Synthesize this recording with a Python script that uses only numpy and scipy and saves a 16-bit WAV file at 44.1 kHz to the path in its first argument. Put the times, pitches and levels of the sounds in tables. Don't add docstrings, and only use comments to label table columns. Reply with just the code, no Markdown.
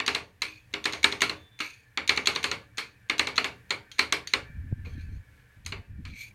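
import sys
import numpy as np
from scipy import signal
from scipy.fft import rfft, irfft
from scipy.io import wavfile
from scipy.ndimage import uniform_filter1d

SR = 44100
rng = np.random.default_rng(int(sys.argv[2]) if len(sys.argv) > 2 else 0)


def dump_mix(stems):
    frames = np.atleast_2d(stems).T
    limited = np.clip(frames, -1, 1)
    pcm = np.round(limited * 32767).astype(np.int16)
    wavfile.write(sys.argv[1], SR, pcm)


def rack_gain(trim_db):
    fader = np.asarray(trim_db, float)
    return 10 ** (fader / 20)


N = 279594

# (time [s], peak [dB], brightness [dB/octave], firmness [dB])
SQUARE_CHOPS = [(0.0004, -13.5, -5.5, 0), (0.0783, -9.5, -2, 2.5), (0.148, -11, -1, -1),
                (0.7383, -18.5, -4, 4.5), (0.855, -10.5, -1.5, 2), (0.9331, -22, -1, 3.5),
                (1.042, -1, -0.7, -3), (1.1237, -16, -1.5, -2), (1.2183, -4, -0.5, 0),
                (1.295, -9.5, -2, -8), (1.974, -12, -6.5, 2), (2.093, -5, -1.9, 0.34),
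                (2.174, -7, -4, -6.5), (2.2716, -6.5, 0, 1.3), (2.3593, -13, -4, -1), (2.441, -9, -0.5, 0),
                (2.5138, -8.5, -1.5, -5), (3.0974, -8.5, -3.5, -0.5), (3.194, -4, -1.5, -3),
                (3.2707, -18, -2, 4.5), (3.3791, -4, -3, -3.5), (3.4434, -14.5, -1, 1.5),
                (3.7057, -8, -1.5, -2.65), (3.9919, -4, -0.5, -1.5), (4.124, -7.5, 0.5, 0.5),
                (4.3355, -5, -1.5, -3.5)]
# (time [s], peak [dB], brightness [dB/octave], firmness [dB], thud [dB])
GLANCING_CHOPS = [
    (0.4191, -12.5, 1.1, -0.4, -6),
    (1.6031, -13, -2, 1.5, -8.5),
    (2.7812, -17.5, 1.2, 5.5, -6),
    (4.8494, -44, -33, 12, 4),
    (5.662, -24, 6.5, -2, -5.5),
    (5.7219, -14.5, -7, -5.5, 1.5),
    (6.0516, -30.5, -1.5, 2, -7),
]
# (frequency [Hz], level [dB], t60 [s])
PAN_MODES = [(1213, -14, .25), (1707, -8, .13), (1913, -8, .13), (2125, -3, .14), (2165, -1, .17),
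             (2230, -1, .15), (2275, 0, .18), (2320, -1, .17), (2400, -3, .17), (2654, -8, .15),
             (2910, -9, .15), (3320, -10, .13), (3630, -10, .1), (4070, -6, .1), (4226, -5, .14),
             (4518, -11, .13)]
# (frequency [Hz], level [dB], t60 [s])
PAN_LOW_MODES = [(262, -9, .3), (310, -7, .35), (403, -5, .3), (455, -9, .25), (726, -16, .2),
                 (899, -17, .15), (1105, -11, .2), (1391, -10, .2)]
# (frequency [Hz], density [dB/Hz])
CRACK_SPECTRUM = [(120, -47.5), (200, -23), (380, -15), (709, -27), (1080, -9), (1530, -11.5), (1810, -6.5),
                  (2290, -2), (3250, -8.5), (4200, 0.5), (4950, -18), (6640, -12.5), (16000, -47.5)]
# (frequency [Hz], density [dB/Hz])
AFTER_RING_SPECTRUM = [(41, -42.5), (70, -8.5), (351, -13.5), (422, -5.5), (517, -7), (664, -9.5),
                       (1100, -4), (1810, -5), (2270, 1), (3490, -10), (4190, -5), (5500, -17.5),
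                       (10900, -24.5), (13300, -38.5), (16000, -50.5)]
# (frequency [Hz], t60 [s])
AFTER_RING_T60 = [(200, 0.39), (530, 0.33), (1390, 0.24), (3680, 0.23), (9700, 0.2)]
# (time [s], level [dB])
WHINE_LEVEL = [(0, -71), (.4, -75.5), (1.5, -70), (2.0, -64.5), (2.8, -65.5), (3.9, -61.5), (4.5, -56.5),
               (4.75, -63.5), (5.0, -58), (5.2, -65), (5.45, -64), (5.65, -68), (5.95, -65.5),
               (6.34, -75.5)]
# (frequency [Hz], width [Hz], level [dB])
WHINE_RESONANCES = [(1575, 42, -7), (1730, 35, -4), (1840, 27, -11.5), (2082, 390, -13.5),
                    (2310, 33, -11.5), (2513, 34, -20), (1410, 36, -13)]
# (frequency [Hz], density [dB/Hz])
RUMBLE_SPECTRUM = [(12, -54), (20, -22), (64, -10), (102, -7.5), (121, -2), (145, -21.5), (193, -16),
                   (236, -30), (300, -20.5), (390, -45.5), (660, -120)]
# (frequency [Hz], density [dB/Hz])
FLOOR_SPECTRUM = [(88, -40), (150, -13), (400, -18.5), (433, -9.5), (628, -19), (1180, -17.5), (1320, -22),
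                  (1780, -12.5), (2040, -15), (4470, -28), (6120, -30.5), (11500, -31), (16300, -34.5)]
# (time [s], peak [dB], blade pitch [Hz])
CORNER_TICKS = [(0.0629, -18.5, 4660), (0.408, -57, 2610), (0.841, -22.5, 3590), (1.0303, -19.5, 2230),
                (1.2068, -18.5, 2870), (1.5899, -30, 2280.0), (2.0765, -18, 3700), (2.162, -26.5, 3770),
                (2.2576, -18.5, 3340), (2.351, -25.5, 3970), (2.4292, -23, 2060), (2.7723, -29, 2280),
                (3.1812, -21.5, 3920), (3.3581, -28, 3880), (3.9155, -29.5, 3210), (4.2726, -22.5, 4500),
                (4.85, -58, 2230), (5.649, -46, 3214)]
# (time [s], peak [dB], blade pitch [Hz])
MORE_CORNER_TICKS = [
    (.7292, -45, 2310),
    (.9245, -25, 6500),
    (1.1165, -30, 4300),
    (3.089, -49, 4500),
    (3.3655, -27, 4000),
    (3.695, -49, 4200),
    (3.984, -27, 4200),
]
# (frequency [Hz], density [dB/Hz])
RATTLE_SPECTRUM = [(410, -53), (700, -22), (1460, -13), (2100, -1), (2990, -5), (4150, 0.5), (5120, -16),
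                   (6570, -1.5), (7790, -28.5), (9110, -13), (10500, -33.5), (12200, -25.5), (16000, -43.5)]
# (fullest at [s], rise [s], level [dB], fall [dB/s], brightness [dB])
SCRAPE_STROKES = [
    (.45, .01, -43.5, 170, -3),
    (1.62, .015, -45.5, 149, 5),
    (2.8, .01, -51, 189.5, -6),
    (4.851, .005, -56.5, 133, 2),
    (4.98, 0.0298, -59, 200.5, 1),
    (5.12, .12, -67, 399, 6),
    (5.37, .09, -74.5, 149.5, 4.5),
    (5.7, 0.14, -64.5, 70, -6),
    (6.06, 0.0087, -56.5, 81, 1),
    (6.19, .12, -48.5, 293, 8.5),
]
# (frequency [Hz], density [dB/Hz])
SCRAPE_SPECTRUM = [(350, -71), (600, -42), (801, -17), (997, -36), (1290, -15), (1750, -23), (2310, 12.5),
                   (2990, -18.5), (4160, -37), (6120, -10.5), (6830, -18.5), (7830, -37), (9360, -30),
                   (12300, -30.5), (16000, -47)]
# (frequency [Hz], width [Hz], level [dB])
BLADE_RESONANCES = [(2280, 37, -1), (2364, 15, 6.5), (2555, 180, -3.5), (3250, 200, -5.5), (4056, 200, -5),
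                    (4260, 150, -6.5), (6156, 180, -12.5), (6200, 410, -13), (8630, 630, -16),
                    (12560, 1200, -17.5)]
# (time [s], level [dB], frequency [Hz], t60 [s])
PAN_SHOVES = [
    (0.458, -47.5, 314, 0.36),
    (1.606, -38, 308, 0.22),
    (4.868, -44, 473, 0.13),
    (5.735, -42, 382, 0.14),
]
# (start [s], length [s], level [dB])
HORN_TOOTS = [
    (1.33, .155, -62.5),
    (1.52, .065, -64),
]
# (multiple of fundamental, level [dB])
HORN_PARTIALS = [(9, -16), (10, 0), (11, -16)]
# (start [s], length [s], level [dB], upper rush [dB])
WIND_GUSTS = [
    (4.37, 0.2, -49.5, -10),
    (4.553, 0.059, -34.5, -25),
    (4.641, .11, -39.5, -13),
    (4.779, 0.41, -38, -18),
    (5.249, 0.35, -61.5, -22),
    (5.573, 0.028, -48, -18),
    (5.654, 0.15, -42.5, -15.5),
    (5.891, .24, -40.5, -14.5),
    (6.183, .13, -57, -19),
]
# (frequency [Hz], density [dB/Hz])
WIND_SPECTRUM = [(12, -54), (20, -4), (44, 2), (97, 8), (117, -5.5), (141, -7.5), (289, -34), (319, -61),
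                 (400, -41), (520, -61), (880, -120)]
# (time [s], level [dB], frequency [Hz])
WIND_SLAPS = [
    (4.5, -36, 150),
    (4.575, -38, 150),
    (4.716, -30, 140),
    (4.7255, -13.5, 125),
    (5.085, -36, 130),
    (5.17, -35, 130),
]
# (frequency [Hz], gain [dB])
MICROPHONE_RESPONSE = [(8500, 1.23), (9800, 4.5), (10700, -13.5), (11600, 4), (13000, 3.5), (16000, -2)]


def noise():
    return rng.standard_normal(N)


def rms_one(x):
    return x / np.sqrt(np.mean(x ** 2) + 1e-20)


def butter(x, order, hz, kind="low"):
    return signal.sosfilt(signal.butter(order, hz, kind, fs=SR, output="sos"), x)


def in_time(rows):
    s, *columns = np.transpose(rows)
    return [np.interp(np.arange(N) / SR, s, c) for c in columns]


def at_hz(points, hz):
    table_hz, values = np.transpose(points)
    return np.interp(np.log(hz), np.log(table_hz), values)


def coloured(x, spectrum):
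    size = 8192
    hz = np.maximum(np.arange(size // 2 + 1) * SR / size, 1)
    cepstrum = irfft(np.log(rack_gain(at_hz(spectrum, hz))))
    cepstrum[1:size // 2] *= 2
    cepstrum[size // 2 + 1:] = 0
    response = irfft(np.exp(rfft(cepstrum)))
    return signal.fftconvolve(x, response / np.sqrt(np.sum(response ** 2)))[:N]


def drift(rate_hz):
    r = np.exp(-80 * np.pi * rate_hz / SR)
    slow = signal.lfilter([1], [1, -2 * r, r * r], rng.standard_normal(N // 40 + 2002))[2000:]
    return np.interp(np.arange(N) / 40, np.arange(len(slow)), rms_one(slow))


def at_speed(x, speed):
    return np.interp(np.cumsum(speed), np.arange(N), x, period=N)


def grains(spread_db, density):
    strength = rack_gain(spread_db * np.minimum(rng.exponential(1, N), 3))
    return rms_one(noise() * strength * (rng.random(N) < density))


def impulses(times_s, sizes):
    train = np.full(N, 1e-18)
    at = np.round(np.asarray(times_s) * SR).astype(int)
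    np.add.at(train, np.clip(at, 0, N - 1), sizes)
    return train


def ring(clicks, hz, t60_s):
    r, w = rack_gain(-60 / (t60_s * SR)), 2 * np.pi * hz / SR
    return signal.lfilter([0, np.sin(w)], [1, -2 * r * np.cos(w), r * r], clicks)


def fade(clicks, t60_s, rise_s):
    r, q = rack_gain(-60 / (t60_s * SR)), np.exp(-1 / (rise_s * SR))
    decay = signal.lfilter([1], [1, -r], clicks)
    return signal.lfilter([1 - q], [1, -q], decay)


def swells(full_s, rise_s, hold_s, level_db, fall_db_per_s, *values):
    s = np.arange(0, N / SR, .001)
    age_s = s[:, None] - full_s
    rise_db = 25.5 * np.maximum(-age_s / rise_s, 0)
    fall_db = fall_db_per_s * np.maximum(age_s - hold_s, 0)
    shapes_db = level_db - rise_db - fall_db
    loudest = shapes_db.argmax(axis=1)
    top = (np.arange(len(s)), loudest)
    return in_time(np.transpose([s, shapes_db[top], age_s[top]] + [v[loudest] for v in values]))


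def landings():
    square = [(s, db, -5 - 0.4 * (db + firm), bright, firm, -1.16) for s, db, bright, firm in SQUARE_CHOPS]
    slanted = [(s, db, thud, bright, firm, -9.5) for s, db, bright, firm, thud in GLANCING_CHOPS]
    s, peak_db, thud_db, bright_db, firm_db, snap_db = np.transpose(sorted(square + slanted))
    return s, peak_db, thud_db, bright_db, firm_db, snap_db + 1.16 * np.minimum(firm_db, 5)


def tilt_db(hz, thud_db, bright_db):
    return thud_db * np.clip(np.log2(1400 / hz), 0, 1) + bright_db * np.clip(np.log2(hz / 2500), 0, 2)


def chops():
    crack_t60_s, crack_db, strike_db, ring_db, mode_db = 0.04, -5, 17, -10, -27.0
    band_scatter_db, mode_scatter_db, wobble_db, low_modes_db = 0.7, 2.2, 2.5, 2
    s, peak_db, thud_db, bright_db, after_db, snap_db = landings()
    chatter = grains(2.7, .3)
    wash = rms_one(coloured(noise(), AFTER_RING_SPECTRUM))
    luck = rng.standard_normal((len(s), 60))
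    rebound_s = s + 0.0016 + .0003 * luck[:, -1]
    edges_hz = 150 * 2 ** (np.arange(-3, 21) / 3)
    crack, after_ring = np.zeros(N), np.zeros(N)
    for k, (low_hz, high_hz) in enumerate(zip(edges_hz, edges_hz[1:])):
        hz = np.sqrt(low_hz * high_hz)
        band_hz = [low_hz, high_hz]
        size_db = peak_db + tilt_db(hz, thud_db, bright_db) + band_scatter_db * luck[:, k]
        strike = rack_gain(size_db + snap_db + strike_db)
        seat_t60_s = crack_t60_s * (2500 / hz) ** 0.6
        seating = chatter * fade(impulses(s, rack_gain(size_db + crack_db)), seat_t60_s, 0.000076)
        seating += chatter * fade(impulses(s, rack_gain(-13) * strike), 0.0054, 0.00038)
        blows = impulses(rebound_s, 0.66 * strike) - impulses(s, strike)
        crack += butter(seating + blows, 2, band_hz, "band")
        late = fade(impulses(s, rack_gain(size_db + after_db + ring_db)), at_hz(AFTER_RING_T60, hz), 3.4 / hz)
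        after_ring += butter(wash, 2, band_hz, "band") * late
    modes = coloured(crack, CRACK_SPECTRUM)
    for k, (hz, level_db, t60_s) in enumerate(list(PAN_MODES) + list(PAN_LOW_MODES)):
        size_db = peak_db + after_db + level_db + mode_db + low_modes_db * (hz < 500)
        size_db = size_db + tilt_db(hz, thud_db, bright_db) + mode_scatter_db * luck[:, 30 + k]
        wobble = rack_gain(wobble_db * drift(hz / 60))
        modes += ring(impulses(s, rack_gain(size_db)), hz, t60_s) * wobble
    return after_ring + butter(modes, 3, 210, "high")


def chiller():
    whine, (level_db,) = np.zeros(N), in_time(WHINE_LEVEL)
    for hz, width_hz, db in WHINE_RESONANCES:
        t60_s = 1.2 / width_hz
        narrow = rms_one(ring(ring(noise(), hz, t60_s), hz, t60_s))
        upper_db = 1.5 * (hz > 1850)
        whine += rack_gain(db + upper_db + 1.5 * drift(14)) * narrow
    whine = at_speed(whine, 1 + .012 * drift(2.6))
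    rumble = rack_gain(-59.5 + 1.5 * drift(2)) * rms_one(coloured(noise(), RUMBLE_SPECTRUM))
    return rack_gain(level_db) * rms_one(whine) + rumble


def steady_hiss():
    return rack_gain(-66.5 + 1.3 * drift(3)) * rms_one(coloured(noise(), FLOOR_SPECTRUM))


def ticks():
    s, peak_db, pitch_hz = np.transpose(list(CORNER_TICKS) + list(MORE_CORNER_TICKS))
    rattle = coloured(noise(), RATTLE_SPECTRUM)
    out = rattle * fade(impulses(s, rack_gain(peak_db - 7.0)), 0.021, .0002)
    out += rattle * fade(impulses(s, rack_gain(peak_db - 22.5)), 0.39, 0.0011)
    click = impulses([0], [1])[:3000]
    for at_s, db, hz in zip(s, peak_db, pitch_hz):
        out[round(at_s * SR):][:3000] += rack_gain(db - 12) * ring(click, hz, 0.073)
    return out


def scrape():
    full_s, rise_s, db, fall_db_per_s, bright_db = np.transpose(SCRAPE_STROKES)
    level_db, age_s, bright_db = swells(full_s, rise_s, .04, db, fall_db_per_s, bright_db)
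    bright_db = bright_db + 39.5 * np.clip(age_s, -.2, .08)
    frost = grains(6.0, 0.97)
    out = rack_gain(bright_db - 6.5) * rms_one(coloured(frost, SCRAPE_SPECTRUM))
    bend = 1 + np.clip(.8 * age_s, -.06, .06)
    for hz, width_hz, db in BLADE_RESONANCES:
        gain_db = db - 9.0 + 3.0 * drift(8) + bright_db * np.clip(np.log2(hz / 2400), 0, 1)
        resonance = rms_one(ring(frost, hz, np.log(1000) / np.pi / width_hz))
        out += rack_gain(gain_db) * at_speed(resonance, bend + .025 * drift(6))
    return rack_gain(level_db + 2.0 * drift(47)) * butter(out, 3, 1500, "high")


def shoves():
    pushes = sum(ring(impulses([s], [rack_gain(db)]), hz, t60_s) for s, db, hz, t60_s in PAN_SHOVES)
    return butter(pushes, 2, 500)


def horn():
    start_s, length_s, db = np.transpose(HORN_TOOTS)
    phase = 2 * np.pi * 352.6 * np.arange(N) / SR
    level_db = swells(start_s, .03, length_s, db, 900)[0]
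    partials = sum(rack_gain(db) * np.sin(k * phase) for k, db in HORN_PARTIALS)
    return np.sqrt(2) * rack_gain(level_db) * partials


def wind():
    start_s, length_s, db, rush_db = np.transpose(WIND_GUSTS)
    level_db, _, rush_db = swells(start_s, 0.029, length_s, db, 439, rush_db)
    low = rms_one(coloured(noise(), WIND_SPECTRUM))
    low /= (uniform_filter1d(low ** 2, size=1500) + 0.051) ** (0.67 / 2)
    rush = rms_one(butter(noise(), 3, [120, 270], "band") * rack_gain(6.0 * drift(27)))
    slaps = -sum(ring(impulses([s], [rack_gain(db)]), hz, .045) for s, db, hz in WIND_SLAPS)
    return rack_gain(level_db) * (rms_one(low) + rack_gain(rush_db + 2.5) * rush) + butter(slaps, 3, 750)


def scene():
    blades = chops() + ticks() + scrape() + shoves()
    background = chiller() + steady_hiss() + horn()
    return (coloured(blades, MICROPHONE_RESPONSE) + background + wind())[None]


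def top_cut(x):
    return signal.sosfilt(signal.butter(12, 16480, fs=SR, output="sos"), x)


def record(dry):
    mix = signal.sosfilt(signal.cheby1(8, 1, 16150, fs=SR, output="sos"), dry)
    return top_cut(mix)


dry = scene()
out = record(dry)
dump_mix(out)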